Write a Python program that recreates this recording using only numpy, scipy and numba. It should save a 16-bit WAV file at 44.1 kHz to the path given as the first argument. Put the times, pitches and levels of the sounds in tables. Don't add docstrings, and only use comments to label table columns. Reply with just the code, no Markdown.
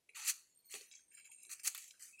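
import sys
import numpy as np
from scipy import signal
from scipy.fft import rfft, irfft
from scipy.io import wavfile
from scipy.ndimage import uniform_filter1d
from numba import njit

SR = 44100
rng = np.random.default_rng(int(sys.argv[2]) if len(sys.argv) > 2 else 0)


def makeup_ratio(level_db):
    decades = np.asarray(level_db, float) / 20
    return 10 ** decades


def unload_wav(signal):
    wavfile.write(
        sys.argv[1],
        SR,
        np.round(np.clip(np.atleast_2d(signal).T, -1, 1) * 32767).astype(np.int16),
    )


N = 97020
T = np.arange(N) / SR


def curve_db(table, hz):
    points = np.array(table, float)
    return np.interp(np.log(np.maximum(hz, 1)), np.log(points[:, 0]), points[:, 1])


def unit(x):
    return x / np.sqrt(np.mean(x ** 2))


def split(x, order, hz, side):
    return signal.sosfilt(signal.butter(order, hz, side, fs=SR, output="sos"), x)


def band(hz, width_hz):
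    b, a = signal.iirpeak(hz, hz / width_hz, SR)
    once = signal.lfilter(b, a, rng.standard_normal(N))
    return unit(signal.lfilter(b, a, once))


def ring(x, hz, width_hz):
    b, a = signal.iirpeak(hz, hz / width_hz / 1.5, SR)
    return signal.lfilter(b, a, signal.lfilter(b, a, x))


@njit
def grains(at, hz, decay, size, length):
    out = np.zeros(length + 4096)
    for k in range(len(at)):
        z = size[k] + 0j
        turn = decay[k] * np.exp(2j * np.pi * hz[k] / SR)
        for i in range(min(4096, int(-6. / np.log(decay[k])))):
            out[at[k] + i] += z.imag
            z *= turn
    return out[:length]


def cracks(colour, rings, dry_db, count):
    spread_db, ring_cycles, split_hz = 1.77, 5.161, 4002.7
    when, pitch, rarity = rng.random((count, 3)).T
    hz = 500 * 32 ** pitch
    size = makeup_ratio(curve_db(colour, hz) - spread_db * np.log(rarity + 0.0018)) * hz
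    decay = np.exp(-hz / SR / ring_cycles)
    swarm = unit(grains((when * N).astype(np.int64), hz, decay, size, N))
    body = sum(makeup_ratio(db) * ring(swarm, f, width) for f, width, db in rings)
    sheath = unit(makeup_ratio(dry_db) * swarm + body)
    return split(sheath, 3, split_hz, "low"), split(sheath, 3, split_hz, "high")


def strokes(table, parts, settle_db):
    swell_db, bite_s = 5, 0.0047
    settle_s = 0.16906
    air_hz, air_settle_db, air_fall = 11500, -6, .9
    low_power, high_power, air_power = 0, 0, 0
    for peak, db, swell, fall, body_db in table:
        late = np.maximum(T - peak, 0)
        swelling = swell_db * np.clip((peak - T) / swell, 0, 1)
        bite = 20 * np.maximum(peak - swell - T, 0) / bite_s
        rise = makeup_ratio(2 * (db - swelling - bite))
        power = rise * (makeup_ratio(-40 * late / fall) + makeup_ratio(2 * settle_db - 40 * late / settle_s))
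        low_power = low_power + power * makeup_ratio(2 * body_db)
        high_power = high_power + power
        air_settling = makeup_ratio(2 * (settle_db + air_settle_db) - 40 * late / settle_s)
        air_power = air_power + rise * (makeup_ratio(-40 * late / fall / air_fall) + air_settling)
    low, high = parts
    air = signal.sosfiltfilt(signal.butter(2, air_hz, "high", fs=SR, output="sos"), high)
    return low * np.sqrt(low_power) + (high - air) * np.sqrt(high_power) + air * np.sqrt(air_power)


# peak_s, level_db, swell_s, fall_s (per 20 dB), low_body_db
TEAR_STROKES = [(.168, -50.5, 0.019276, 0.1755, 5), (.245, -48, 0.08565, 0.1341, 2),
                (.262, -43, .015, .06, -3), (.28, -36, .012, .05, -3), (.3, -30.5, .018, .025, -5),
                (.705, -52, 0.01042, 0.3335, -4), (.728, -49.5, 0.0164, 0.1421, -1),
                (.752, -47.5, .011, .05, 3), (.815, -56, 0.01178, 0.0644, -2.5), (1.503, -49, .009, .1, -1),
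                (1.52, -51, .01, .05, -2), (1.535, -46, 0.02041, 0.0128, -3.5), (1.642, -46, .008, .05, -8),
                (1.662, -37, .014, .06, -4), (1.679, -30, .006, .0124, -6),
                (1.751, -47.5, 0.002, 0.0772, 2.5), (1.781, -51.5, 0.003303, 0.1958, -5),
                (1.84, -56, .02, .1, -1), (2.03, -51, 0.033944, 0.1626, -4)]
# pitch_hz, level_db
TORN_COLOUR = [(500, -21), (1000, -20.5), (2000, -9), (4400, -9), (5400, -12), (6700, -0.5), (10000, -7),
               (16000, -16)]
# pitch_hz, width_hz, level_db
TORN_RINGS = [(814.81, 40, -8), (1250.1, 462.4, 1), (1916.2, 341.3, 2), (2500, 649.8, 4.5),
              (4366.8, 567, 5), (5991.7, 373.9, 2.5), (6545.4, 156.34, -3.5), (7758.7, 192.6, -2.5),
              (10763, 349.3, -6.5)]


def tears():
    return strokes(TEAR_STROKES, cracks(TORN_COLOUR, TORN_RINGS, dry_db=5.5, count=60000), -21)


# peak_s, level_db, swell_s, fall_s (per 20 dB), low_body_db
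SCRAPE_STROKES = [(1.12, -66, .008, .06, 4), (1.2, -60, .005, .02, 3), (1.275, -60, .008, .02, 0),
                  (.5, -71, 0.00966, 0.1207, -26), (.655, -69.5, 0.0211, 0.0439, -5),
                  (1.145, -57.5, 0.02841, 0.1059, -4.5), (1.185, -57, 0.01283, 0.05096, 4.5),
                  (1.26, -56, 0.016056, 0.04461, 0), (1.318, -56, 0.005238, 0.07077, -1),
                  (1.338, -59.5, 0.0133, 0.01577, -2), (1.405, -60.5, 0.02737, 0.07395, 1),
                  (1.435, -56, 0.01292, 0.0879, -3.5), (1.6, -54.5, 0.005834, 0.02807, 1),
                  (1.883, -59, 0.005055, 0.03866, -8), (1.911, -58, 0.00405, 0.02728, 0.5),
                  (1.945, -68, 0.00528, 0.1576, 5), (2.09, -62, 0.01367, 0.121, -17),
                  (2.198, -56, 0.00476, 0.0565, 7)]
# pitch_hz, level_db
RUBBED_COLOUR = [(900, -39.5), (2000, -5), (4500, -11), (7000, -2), (10000, -9.5), (16000, -15.5)]
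# pitch_hz, width_hz, level_db
SCRAPED_RINGS = [(1642, 168.7, 4.891), (2300, 140, 10), (2608.3, 243.7, 8.099), (3211.7, 190, 3.4),
                 (4000, 140, 8), (5133.6, 150, 7.067), (6319.8, 170, 6.4), (6894, 350, 7.156),
                 (7338.1, 340, 8.4), (9384.1, 200, 8.3), (10600, 1200, 5), (11973, 220, 2.3),
                 (14254, 460, 4.3), (15017, 240, 5.6)]


def scrapes():
    return strokes(SCRAPE_STROKES, cracks(RUBBED_COLOUR, SCRAPED_RINGS, dry_db=1.5, count=60000), -12.5)


# peak_s, level_db, swell_s, fall_s (per 20 dB), low_body_db
CREAK_STROKES = [
    (.918, -54, .004, .1, -6),
    (.94, -58, 0.00422, 0.0212, -6),
    (.956, -55.5, 0.004144, 0.0869, -7.5),
    (1., -64, 0.0104, 0.0005, -2.5),
]
# pitch_hz, width_hz, level_db
BENT_RINGS = [(hz, 160, 0) for hz in (2314.3, 2649, 3270.8, 3900.7, 4826.2, 5286, 6050.2, 6450, 7294.5, 7832.9)]


def creaks():
    return strokes(CREAK_STROKES, cracks(RUBBED_COLOUR, BENT_RINGS, dry_db=-26, count=30000), -19)


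# peak_s, level_db, swell_s, fall_s (per 20 dB), low_body_db
NICK_STROKES = [
    (.093, -62, .003, .03, 7),
    (.115, -76, .01, .1, 3),
    (.137, -74, .004, .03, 3),
]
# pitch_hz, width_hz, level_db
NICKED_RINGS = [(2400, 500, 6), (4050, 150, 5), (6100, 250, -2), (6600, 200, 0), (7400, 500, -3),
                (9700, 300, 4)]


def nicks():
    return strokes(NICK_STROKES, cracks(RUBBED_COLOUR, NICKED_RINGS, dry_db=-20, count=30000), -20)


# start_s, peak_db, lowest_hz, highest_hz, t60_s
FIBRE_SNAPS = [(.0905, -52, 2000, 2800, .03), (2.1965, -50, 2000, 14000, .02),
               (.7398, -38, 2200, 6500, .012), (.752, -44, 1200, 5000, .015),
               (.8098, -50, 1500, 7000, .015), (.9136, -47, 2200, 8000, .012),
               (.9375, -49, 2200, 9000, .01), (.9535, -46, 4500, 8000, .01), (1.198, -54, 2000, 9000, .015),
               (1.3147, -50, 5000, 13000, .015), (1.4325, -45, 6000, 12000, .012),
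               (1.4508, -44, 2500, 11000, .008), (1.4675, -50, 5000, 12000, .008),
               (1.4935, -50, 2000, 12000, .01), (1.5965, -45, 2200, 11000, .012),
               (1.638, -46, 6000, 11000, .015), (1.652, -42, 4000, 11000, .012),
               (1.6733, -30, 5500, 10000, .015), (1.677, -27, 5500, 12000, .012),
               (1.7477, -34, 1300, 15500, .012), (1.7515, -44, 1300, 8000, .02),
               (1.7772, -36, 8000, 15000, .008), (1.781, -44, 1800, 8000, .012),
               (1.8245, -45, 3000, 12000, .008), (1.842, -47, 2000, 11000, .01),
               (1.879, -48, 5000, 15000, .012), (1.9083, -45, 2200, 8000, .015),
               (2.024, -42, 6500, 9000, .012), (.2755, -33, 4000, 9000, .015),
               (.2985, -28, 6000, 10000, .012)]


def snaps():
    ring_db, spread_s = -9, .0015
    start, peak_db, lowest, highest, t60 = np.array(FIBRE_SNAPS).T[:, :, None]
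    place, delay = rng.random((2, len(start), 12))
    hz = lowest + (highest - lowest) * (np.arange(12) + place) / 12
    at = start + spread_s * delay ** 2
    size = makeup_ratio(peak_db + ring_db) + 0 * hz
    decay = makeup_ratio(-60 / t60 / SR) + 0 * hz
    return grains((at.ravel() * SR).astype(np.int64), hz.ravel(), decay.ravel(), size.ravel(), N)


# start_s, level_db, pitch_hz, t60_s
SHOOT_THUDS = [(.09, -80, 440.7, 0.4903), (.165, -72.5, 395.9, 0.355), (0.292, -73, 418.6, .06),
               (.742, -59, 420, .2), (.745, -67, 270, .2), (.743, -62, 780, .12), (.743, -68, 590, .12),
               (.802, -68, 420, .15), (.812, -72, 480, .06), (1.295, -72, 860, .08), (.995, -74, 1560, .05),
               (1.14, -72, 1800, .08), (1.18, -72, 1400, .1), (1.91, -72, 1550, .05), (1.94, -72, 1550, .1),
               (1.94, -73, 1220, .1), (.17, -64, 870, .5), (.17, -65, 1250, .5), (1.665, -64, 850, .15),
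               (.5, -74, 6900, .4), (.64, -72, 6050, .15), (.65, -73, 6500, .2),
               (1.465, -78, 364.1, 0.5768)]


def thuds():
    out = 0
    for start, db, hz, t60 in SHOOT_THUDS:
        attack = np.clip((T - start) / .004 + 1, 0, 1)
        fade = makeup_ratio(db - 60 * np.maximum(T - start, 0) / t60)
        out = out + fade * attack * band(hz, min(hz * .3, 150))
    return out


# start_s, length_s, level_db, start_hz, end_hz
BLADE_SQUEAKS = [
    (0.55876, 0.064, -73, 14100, 14050),
    (0.64139, .055, -67.5, 14150, 13550),
    (.545, 0.016, -78.5, 12600, 11000),
    (2.12, .05, -61, 2580, 2570),
    (2.17, 0.03844, -62.5, 2300, 3000),
]


def squeaks():
    out = 0
    for start, length, db, start_hz, end_hz in BLADE_SQUEAKS:
        along = np.clip((T - start) / length, 0, 1)
        level = makeup_ratio(db + 3 * band(100, 70)) * np.sin(np.pi * along)
        hz = start_hz + (end_hz - start_hz) * along
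        out = out + level * np.sin(2 * np.pi * np.cumsum(hz) / SR)
    return out * np.sqrt(2)


# time_s, main_song_db, lower_song_db
INSECT_LEVELS = [(0, -105, -108), (0.061, -104, -106), (.078, -80, -100), (.11, -100, -91.5),
                 (.42, -71, -77.5), (.47, -72, -78.5), (.52, -80.5, -82.5), (0.559, -67, -73.5),
                 (0.621, -76, -70), (0.679, -67.5, -73), (.95, -72, -91), (1.06, -75, -90.5),
                 (1.121, -64.5, -99), (1.451, -64.5, -92.5), (1.9, -73.5, -85.5), (2.002, -76, -93),
                 (2.14, -81, -100), (2.2, -64.5, -88.5)]


def insects():
    main_hz, lower_hz, throb_hz, throb_db = 8630, 4344.3, 68.421, 2.2
    time, main_db, lower_db = np.array(INSECT_LEVELS).T
    throb = throb_db * band(throb_hz, 41)
    main = makeup_ratio(np.interp(T, time, main_db) + throb - 1)
    lower = makeup_ratio(np.interp(T, time, lower_db) + throb / 2 - 1)
    song = band(main_hz, 110) + makeup_ratio(-21) * band(main_hz * 3 / 2, 180)
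    return main * song + lower * band(lower_hz, 80)


def scene():
    work = tears() + scrapes() + creaks() + nicks() + snaps()
    work = split(work, 6, 950, "high")
    notch_hz, notch_width_hz = 1003, 130.62
    work = signal.lfilter(*signal.iirnotch(notch_hz, notch_hz / notch_width_hz, SR), work)
    return (work + thuds() + squeaks() + insects())[None]


# pitch_hz, threshold_db (per Hz)
GATE_THRESHOLD = [(300, -118), (2000, -106), (7000, -100), (16000, -106)]


def suppress(x):
    release_s, uneven_db, drift_s, gate_power, floor_db = 0.030966, 9, .14, 1.45, -30
    f, t, z = signal.stft(x, SR, nperseg=256, noverlap=192, scaling="psd")
    hop_s = t[1] - t[0]
    keep = np.exp(-hop_s / release_s)
    power = 2 * abs(z) ** 2
    released = signal.lfilter([1 - keep], [1, -keep], power)
    held = np.maximum(released, uniform_filter1d(power, size=5) / 2)
    drift = uniform_filter1d(rng.standard_normal(z.shape), int(drift_s / hop_s))
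    drift = uniform_filter1d(drift, size=2, axis=0)
    limit = makeup_ratio(2 * (curve_db(GATE_THRESHOLD, f)[:, None] + uneven_db * unit(drift)))
    gain = (held / (held + limit)) ** gate_power + makeup_ratio(floor_db)
    return signal.istft(z * gain, SR, nperseg=256, noverlap=192, scaling="psd")[1][:N]


# pitch_hz, level_db (per Hz)
HISS_COLOUR = [(25, -13), (90, -7), (400, -5.5), (1300, -16.5), (2200, -13), (12600, -14), (12900, -34.5)]


def residual_hiss():
    colour = makeup_ratio(curve_db(HISS_COLOUR, np.fft.rfftfreq(N, 1 / SR)))
    return makeup_ratio(-83.5) * unit(irfft(rfft(rng.standard_normal(N)) * colour, N))


def low_pass(x):
    return signal.sosfilt(signal.butter(12, 16360, fs=SR, output="sos"), x)


def record(dry):
    cut = signal.sosfilt(signal.ellip(8, .2, 40, 15950, fs=SR, output="sos"), dry[0])
    mix = (suppress(cut) + residual_hiss())[None]
    return low_pass(mix)


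dry = scene()
out = record(dry)
unload_wav(out)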